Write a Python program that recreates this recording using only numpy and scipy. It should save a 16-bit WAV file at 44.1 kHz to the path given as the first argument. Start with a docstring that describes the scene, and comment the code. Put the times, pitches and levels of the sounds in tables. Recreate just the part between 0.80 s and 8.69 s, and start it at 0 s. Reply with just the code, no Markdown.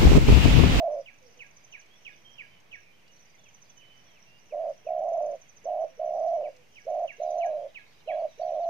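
"""Dove at the edge of a field

A few metres from a stereo microphone a dove coos in pairs, short then long, its syrinx fluttering on a
tone near 650 Hz. Further off a bird repeats a falling chirp that echoes among the plants, others whistle
and twitter faintly, and insects scrape their wings, mostly near 5 and 6 kHz, over the field's soft hush."""
import sys
import numpy as np
from scipy import signal
from scipy.fft import rfft, irfft, next_fast_len
from scipy.io import wavfile
from scipy.ndimage import uniform_filter1d, map_coordinates

SR = 44100
rng = np.random.default_rng(int(sys.argv[2]) if len(sys.argv) > 2 else 0)


def store_wav(level_fs):
    """Save 16-bit WAV to argv[1]."""
    pcm = np.round(np.clip(np.atleast_2d(level_fs), -1, 1) * 32767)
    wavfile.write(sys.argv[1], SR, pcm.T.astype(np.int16))


N = 347949
T = np.arange(N) / SR
FFT_SIZE = next_fast_len(N + SR // 2)


def undb(db):
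    return 10 ** (np.asarray(db) / 20)


def band(x, hz, width_hz, passes=2):
    """A resonance applied several times over, gain 1 at the centre."""
    for _ in range(passes):
        x = signal.lfilter(*signal.iirpeak(hz, hz / width_hz, fs=SR), x)
    return x


def walk(rate):
    """Random levels held 1 / rate s and smoothed twice."""
    k = int(SR / rate)
    held = np.repeat(rng.standard_normal(N // k + 1), k)
    return uniform_filter1d(uniform_filter1d(held, k), k)[:N]


def gate(t, start, end, edge_s):
    """1 between the two times, with soft edges."""
    return np.clip(np.minimum(t - start, end - t) / edge_s + .5, 0, 1)


def add(out, s, sound):
    """Mixes a short sound in at time s."""
    part = out[max(int(s * SR), 0):][:len(sound)]
    part += sound[:len(part)]


def glide(s, hz, db):
    """A sine that follows a pitch and level curve."""
    t = np.arange(s[0], s[-1], 1 / SR)
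    phase = 2 * np.pi * np.cumsum(np.interp(t, s, hz)) / SR
    return np.sqrt(2) * undb(np.interp(t, s, db)) * np.sin(phase)


def hush(level_db=-61.5):
    """Broad bands of far wind, leaves and insects; each swells slowly and flickers alone."""
    # Each row: frequency in Hz, relative spectral level in dB.
    spectrum = [(25, -10.5), (60, -8.5), (140, -1.5), (300, -7.5), (600, -5), (1350, -13.5), (2400, -8.5),
                (3000, -14), (4100, -20), (5300, -19.5), (6100, -16), (7300, -30), (9000, -34)]
    # Each row: frequency in Hz, left-right correlation, left minus right in dB.
    stereo_image = [(60, 0.7, -4), (230, 0.27, -2.5), (694, 0.026, -1), (5000, 0.19, -2)]
    log_f = np.log(np.fft.rfftfreq(FFT_SIZE, 1 / SR) + 1)
    hz, db = np.transpose(spectrum)
    colour = undb(np.interp(log_f, np.log(hz), db))
    hz, alike, pan_db = np.transpose(stereo_image)
    alike, pan_db = np.interp(log_f, np.log(hz), alike), np.interp(log_f, np.log(hz), pan_db)
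    mid, side = rfft(rng.standard_normal((2, FFT_SIZE))) * colour * np.sqrt([1 + alike, 1 - alike])
    channels = np.array([mid + side, mid - side]) * undb([pan_db / 2, -pan_db / 2])
    out = 0
    for centre in np.arange(3, 11):
        share = np.cos(np.pi / 2 * np.clip(log_f - centre, -1, 1)) ** 2  # overlapping bands
        out += undb(.6 * walk(.7) + 1.3 * walk(9)) * irfft(channels * share, FFT_SIZE)[:, :N]
    return out / out.std() * undb(level_db)


def coo_contour(start, steady_from, steady_to, end, db, hz, onset_hz):
    """A coo rises, sags under the flutter, holds, then fades and drops; returns times, dB and Hz."""
    attack_s, release_s, step_s = .0197, .027, .0045
    sag_hz_per_s, fade_hz_per_s, fade_db_per_s = -93.5, -260, -38
    fade_s = max(end - release_s - steady_to, step_s)
    held_hz = hz + sag_hz_per_s * (steady_from - start)
    last_hz, last_db = held_hz + fade_hz_per_s * fade_s, db + fade_db_per_s * fade_s
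    return np.transpose([
        (start, db - 6.5, onset_hz), (start + attack_s, db, hz), (steady_from, db, held_hz),
        ((steady_from + steady_to) / 2, db + 1.6, held_hz), (steady_to, db + 1.6, held_hz),
        (steady_to + step_s, db, held_hz), (steady_to + fade_s, last_db, last_hz),
        (steady_to + fade_s + release_s, last_db - 22, last_hz - 60.5)])


def dove():
    """The syrinx membranes nearly close once a flutter cycle and lose half a beat; the crop rings on."""
    # Each row is a coo: start, steady tone from, steady tone until and end in seconds,
    # level at the syrinx in dB, base pitch in Hz.
    coos = [ (-.3, -0.043, 0.077, .228, -32.5, 665.3), (3.721, 3.912, 3.898, 3.932, -35, 641),
            (4.062, 4.365, 4.41, 4.575, -32.5, 676), (4.853, 4.997, 5.042, 5.072, -33.5, 669),
            (5.189, 5.42, 5.565, 5.712, -33, 668.7), (6.065, 6.225, 6.247, 6.28, -33.5, 663),
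            (6.395, 6.592, 6.669, 6.893, -33, 681), (7.273, 7.435, 7.453, 7.485, -34, 656.3),
            (7.591, 7.803, 7.99, 8.12, -33.5, 670.8)]
    opening_flutter_hz, short_flutter_hz, long_flutter_hz = (59, 78.57), (94, 106.6), (104.73, 109.1)
    opening_s, loosen_s, murmur_s = .16, .12, .015
    onset_hz, murmur_hz = 529.6, 446.5
    out = np.zeros(N)
    for start, steady_from, steady_to, end, coo_db, coo_hz in coos:
        s, db, hz = coo_contour(start, steady_from, steady_to, end, coo_db, coo_hz, onset_hz)
        t = np.arange(start, s[-1], 1 / SR)
        age = t - start
        long = s[-1] - start > .4
        slow = long & (age < opening_s)  # long coos open with a slower flutter
        rate = np.interp(t, s[[0, -1]], long_flutter_hz if long else short_flutter_hz)
        rate = np.where(slow, np.interp(age, [0, opening_s], opening_flutter_hz), rate)
        rate *= 1 + .13 * walk(70)[:len(t)]
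        cycles = np.cumsum(rate) / SR
        size, bend, leak, slip = rng.standard_normal((4, 100))
        closure, burst = np.round(cycles).astype(int), cycles.astype(int)
        # the membranes stay ajar in the steady stretch, bar the odd closure, and leak on either side
        steady = gate(t, steady_from, steady_to, .0067) * (steady_to > steady_from)
        steady *= .85 * np.where(leak[closure] < -.55, .33, 1)
        loose_times = [steady_from - loosen_s, steady_from, steady_to, steady_to + loosen_s]
        loose = np.interp(t, loose_times, [.15, .28, .4, .26]) * (1 + 1.2 * leak[closure])
        past_opening = closure > cycles[slow].max(initial=0)
        ajar = np.maximum(steady, np.clip(loose, 0, .9) * past_opening)
        wobble = undb(1.4 * walk(70)[:len(t)])
        swing = np.sin(np.pi * cycles) ** 2
        sharpness = np.interp(age, [opening_s - .0045, opening_s], [.9 if long else .55, .55])
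        flow = ajar * wobble + (1 - ajar) * undb(1 + .44 * size[burst]) * swing ** sharpness
        pitch = np.interp(t, s, hz) * (1 + .012 * walk(75)[:len(t)] * ajar + .022 * bend[burst])
        pitch *= 1 + np.where(slow, .14, .08) * (cycles % 1 - .5) * (1 - ajar)  # each burst bends up
        # a leaky closure keeps the beat: the tone sits higher at first and lower in the fade
        keeps_beat = uniform_filter1d(np.clip((ajar - .2) / .15, 0, 1), SR // 200)
        pitch += np.where(t < steady_to, 1, -1) * keeps_beat * .27 * rate
        # a tight closure swallows about half a cycle of the tone
        closing = (1 - swing) ** 4 * 128 / 35  # averages 1
        lost_hz = (.5 + .12 * slip[closure]) * (1 - keeps_beat) * rate * closing
        tone = np.sqrt(2) * np.sin(2 * np.pi * np.cumsum(pitch - lost_hz) / SR)
        call = undb(np.interp(t, s, db)) * flow * tone
        add(out, start, call[t >= 0])
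        if start > 0:  # a faint low murmur leads in
            murmur_db = coo_db - 19.5 + np.array([-12, 0, -8])
            murmur = glide([0, murmur_s / 2, murmur_s], [murmur_hz, murmur_hz, onset_hz], murmur_db)
            add(out, start - murmur_s, murmur)
    crop = band(out, 712, 790)
    air_rush = band(np.abs(out) * rng.standard_normal(N), 1000, 300)
    return undb(6) * crop + undb(-13) * air_rush


def twitter(low_hz, octaves, db, count, from_s=0):
    """Many far birds: tiny slides at random moments, most of them barely above the hush."""
    out = np.zeros(N)
    for when, height, slide, length, loud in rng.random((count, 5)):
        hz = low_hz * 2 ** (octaves * height) * (1 - slide * np.array([0, .1, .2]))
        length_s = .015 + .04 * length
        note = glide([0, length_s / 2, length_s], hz, np.array([-12, 0, -12]) + db - 1.3 * np.log(loud))
        add(out, from_s + when * (T[-1] - from_s), note)
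    return out


def high_trills(group_s=.071, stroke_s=.017):
    """An insect near 6 kHz: falling strokes in threes, each lower than the last."""
    # Each row: start and end of a trill in seconds.
    spans = [(.1, .22), (.42, .56), (1.135, 1.55), (1.91, 2.02), (2.32, 2.45), (3.165, 3.5), (3.585, 3.72),
             (3.9, 4.05), (5.0, 5.15), (5.25, 5.6), (5.92, 6.02), (7.5, 7.89)]
    hz, db = np.array([6180, 5950, 5650]), np.array([-78, -69, -78])
    out = np.zeros(N)
    for start, end in spans:
        for s, jitter in zip(np.arange(start, end, group_s), rng.standard_normal((10, 3))):
            for k in range(3):
                stroke = glide([0, .012, .026], hz - 90 * k, db + 2 * jitter[k])
                add(out, s + (k + .22 * jitter[k - 1]) * stroke_s, stroke)
    return out * undb(5 * walk(400))


def wing_trill(spans, hz, stroke_hz, db, buzz=0):
    """Wing strokes: puffs of scraping that ring a narrow resonance, over a share of unbroken buzz."""
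    cycles = np.cumsum(stroke_hz * (1 + .12 * walk(14))) / SR
    scrape = (buzz + np.sin(np.pi * cycles) ** 2) * rng.standard_normal(N)
    ring = band(scrape, hz, width_hz=200)
    singing = sum(gate(T, start, end, .037) for start, end in spans)
    return ring / ring.std() * undb(db + 2 * walk(25)) * singing


def low_trills():
    """Two lower insects scrape their wings: one in bouts of short buzzes, a deeper one in slow pulses."""
    # Each row: start and end of a bout, then time from trill to trill, all in seconds.
    bouts = [(.12, .8, .3), (1.28, 1.6, .3), (2.46, 3.85, .34), (4.43, 4.8, .297), (5.3, 5.95, .31),
             (6.44, 7.5, .325)]
    # Each row: start and end of a deep trill in seconds.
    deep_spans = [(6.45, 6.7), (6.9, 7.25), (7.5, 7.8)]
    short_spans = [(s, s + .13) for bout in bouts for s in np.arange(*bout)]
    return (wing_trill(short_spans, hz=4890, stroke_hz=66, db=-79.5, buzz=.6)
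            + wing_trill(deep_spans, hz=3780, stroke_hz=17, db=-78))


def chirps(lift_from_hz=2500, ground_lag_s=.00289, ground_db=-7):
    """Each chirp falls fast and levels out; the ground mirrors it, air among the plants makes it waver."""
    # Each row: start in seconds, level in dB, lift of the low end in dB.
    calls = [(.257, -50, -3), (.591, -47.5, 1), (.923, -46.5, 1), (1.249, -44.5, 0), (1.579, -44.5, 0),
             (1.913, -43.5, 0), (5.633, -57, 0), (5.953, -52, 3), (6.275, -47, 6), (6.604, -47, 6),
             (6.943, -47, 6), (7.274, -47, 6)]
    # Each row: seconds into the chirp, pitch in Hz, relative level in dB.
    contour = [(0, 3250, -14), (.007, 2850, -3), (.018, 2550, -2), (.031, 2270, 2), (.042, 1900, -10),
               (.051, 1680, -14), (.072, 1640, -18), (.094, 1680, -27)]
    s, hz, db = np.transpose(contour)
    low_end = np.clip((lift_from_hz - hz) / (lift_from_hz - hz.min()), 0, 1)
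    out = np.zeros(N)
    for (start, level_db, lift_db), bend in zip(calls, rng.standard_normal(len(calls))):
        add(out, start, glide(s, hz * (1 + .0032 * bend), db + level_db + lift_db * low_end))
    mirrored = undb(ground_db) * np.roll(out, round(ground_lag_s * SR))
    return (out - mirrored) * undb(2.5 * walk(160))


def insect_phrases(db=-60.5):
    """Nine quick soft strokes lead up to four strong ones; every stroke slides down."""
    # Each entry: time of a phrase's first strong stroke in seconds.
    starts = [.763, 2.74, 4.611, 6.425]
    out = np.zeros(N)
    for start in starts:
        for k, (late, loud) in enumerate(rng.standard_normal((9, 2))):  # counted backwards
            soft_db = np.array([-14, 0, -14]) + db - .5 - .32 * k + 2 * loud
            stroke = glide([0, .007, .016], [6250, 6050, 5850], soft_db)
            add(out, start - .058 - .046 * k + .003 * late, stroke)
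        for k in range(4):  # a weak stroke comes just before each strong one
            for lag_s, top_hz, low_hz, gain_db in [(-.016, 6470, 6420, -10), (0, 6370, 5746, 7)]:
                hz = np.linspace(top_hz, low_hz, 3)
                stroke = glide([-.003, .006, .017], hz, np.array([-14, 0, -16]) + db + gain_db)
                add(out, start + .0765 * k + lag_s, stroke)
    return out


def far_coos_and_whistles():
    """The soft coos of a far dove and thin whistles of other birds, wavering in moving air."""
    # Each row of both: start and end in seconds, first and last pitch in Hz, level in dB.
    coos = [(.41, 0.511, 519, 460, -61), (.56, 0.63, 500, 470, -68), (5.08, 5.182, 529, 517, -64.5),
            (5.73, 5.834, 512, 489, -66.5)]
    whistles = [(1.09, 1.18, 3200, 3430, -68), (1.32, 1.355, 3600, 3450, -67),
                (1.44, 1.57, 3160, 3190, -60), (1.699, 1.793, 3130, 2940, -66.5),
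                (2.055, 2.128, 2430, 2350, -65), (2.255, 2.335, 2877, 2880, -67),
                (2.57, 2.714, 3550, 3120, -71), (2.96, 3.155, 2985, 3040, -63),
                (3.145, 3.26, 3010, 3030, -70), (3.255, 3.393, 3400, 2920, -72),
                (3.46, 3.61, 2720, 2860, -67), (7.27, 7.36, 3170, 3350, -65.5),
                (7.385, 7.426, 4620, 4140, -70), (7.608, 7.645, 4520, 4480, -64.5),
                (7.82, 7.86, 4550, 4100, -68)]
    out = np.zeros(N)
    for start, end, first_hz, last_hz, db in whistles + coos:
        s = [0, .015, end - start - .015, end - start]
        add(out, start, glide(s, [first_hz, first_hz, last_hz, last_hz], [db - 15, db, db, db - 16]))
    drift = np.arange(N) + .00004 * SR * walk(70)  # moving air stretches the path
    return map_coordinates(out, [drift], mode="nearest") * undb(2.5 * walk(40))


def ticks(decay_s=.0072):
    """Dry ticks close to the microphone, a few milliseconds of bright noise each."""
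    # Each row: start in seconds, level before filtering in dB.
    cracks = [(1.0114, -53), (1.059, -55), (1.801, -55), (2.278, -55), (5.484, -56), (5.7627, -53)]
    envelope = np.exp(-np.arange(300) / SR / decay_s)
    out = np.zeros(N)
    for s, db in cracks:
        add(out, s, undb(db) * rng.standard_normal(len(envelope)) * envelope)
    return band(out, 4800, 4000, passes=3)


def far_chirps():
    """A second bird's crisp downward flicks, and thin distant calls that leap up and slide down."""
    # Each entry of both: start of a call in seconds.
    flick_starts = [2.645, 2.998, 3.351, 3.691, 4.053]
    arch_starts = [2.36, 2.6, 2.84, 3.05, 3.27]
    # Each row of both: seconds into the call, pitch in Hz, level in dB.
    flick = [(0, 3100, -74), (.026, 2520, -60), (.045, 2150, -72), (.066, 1850, -74)]
    arch = [(0, 3700, -83), (.015, 4550, -73), (.05, 3300, -82)]
    out = np.zeros(N)
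    for starts, contour in [(flick_starts, flick), (arch_starts, arch)]:
        for start in starts:
            add(out, start, glide(*np.transpose(contour)))
    return out * undb(3.5 * walk(150))


def place(x, pan_db, left_lag_s, echo_db, t60_s, leaves_hz=100.):
    """Direct sound (pan_db is left minus right) plus scatter from leaves and ground, unlike each side."""
    t = np.arange(SR // 2) / SR
    tail = rng.standard_normal((2, len(t))) * np.exp(-np.log(1000) * t / t60_s)
    tail *= np.minimum(t / .0023, 1)
    tail /= np.sqrt(np.sum(tail ** 2) / 2)
    swayed = np.interp(T + .0002 * walk(120), T, x)  # the leaves move, so no two echoes ring alike
    f = np.fft.rfftfreq(FFT_SIZE, 1 / SR)
    direct = rfft(x, FFT_SIZE) * np.exp(-2j * np.pi * f * np.array([[left_lag_s], [0]]))
    low_cut = f ** 4 / (f ** 4 + leaves_hz ** 4)  # leaves scatter little below their own pitch
    scatter = undb(echo_db) * rfft(swayed, FFT_SIZE) * rfft(tail, FFT_SIZE) * low_cut
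    return undb([[pan_db / 2], [-pan_db / 2]]) * irfft(direct + scatter, FFT_SIZE)[:, :N]


def scene():
    """The field from the microphone: birds and insects off to the right, the hush all round."""
    insects = insect_phrases() + high_trills() + low_trills()
    out = place(chirps(), pan_db=-6.5, left_lag_s=-.00013, echo_db=.57, t60_s=.4, leaves_hz=2370.)
    out += place(far_chirps(), pan_db=-4, left_lag_s=0, echo_db=-9.5, t60_s=.2)
    birds = twitter(low_hz=2100, octaves=.7, db=-75, count=400)
    birds += twitter(low_hz=2600, octaves=.8, db=-75.5, count=110, from_s=6.38)  # a flock joins in
    out += place(dove(), pan_db=-4, left_lag_s=.00003, echo_db=-12, t60_s=.19)
    out += place(birds, pan_db=-7.5, left_lag_s=.00027, echo_db=-1, t60_s=.14)
    out += place(far_coos_and_whistles(), pan_db=-10.5, left_lag_s=.00026, echo_db=-4, t60_s=.33)
    out += place(insects, pan_db=-9.5, left_lag_s=.00041, echo_db=-6, t60_s=.18)
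    out += place(ticks(), pan_db=-.5, left_lag_s=0, echo_db=2.2, t60_s=.025)
    return out + hush()


def record(dry):
    """Microphone hiss, a small offset and a steep top cut."""
    offset, top_hz = .0011, 15480
    hiss = rng.standard_normal((2, N)) * undb([[-78], [-76.5]])
    return signal.sosfilt(signal.ellip(10, .2, 70, top_hz, fs=SR, output="sos"), dry + hiss + offset)


dry = scene()
out = record(dry)
store_wav(out)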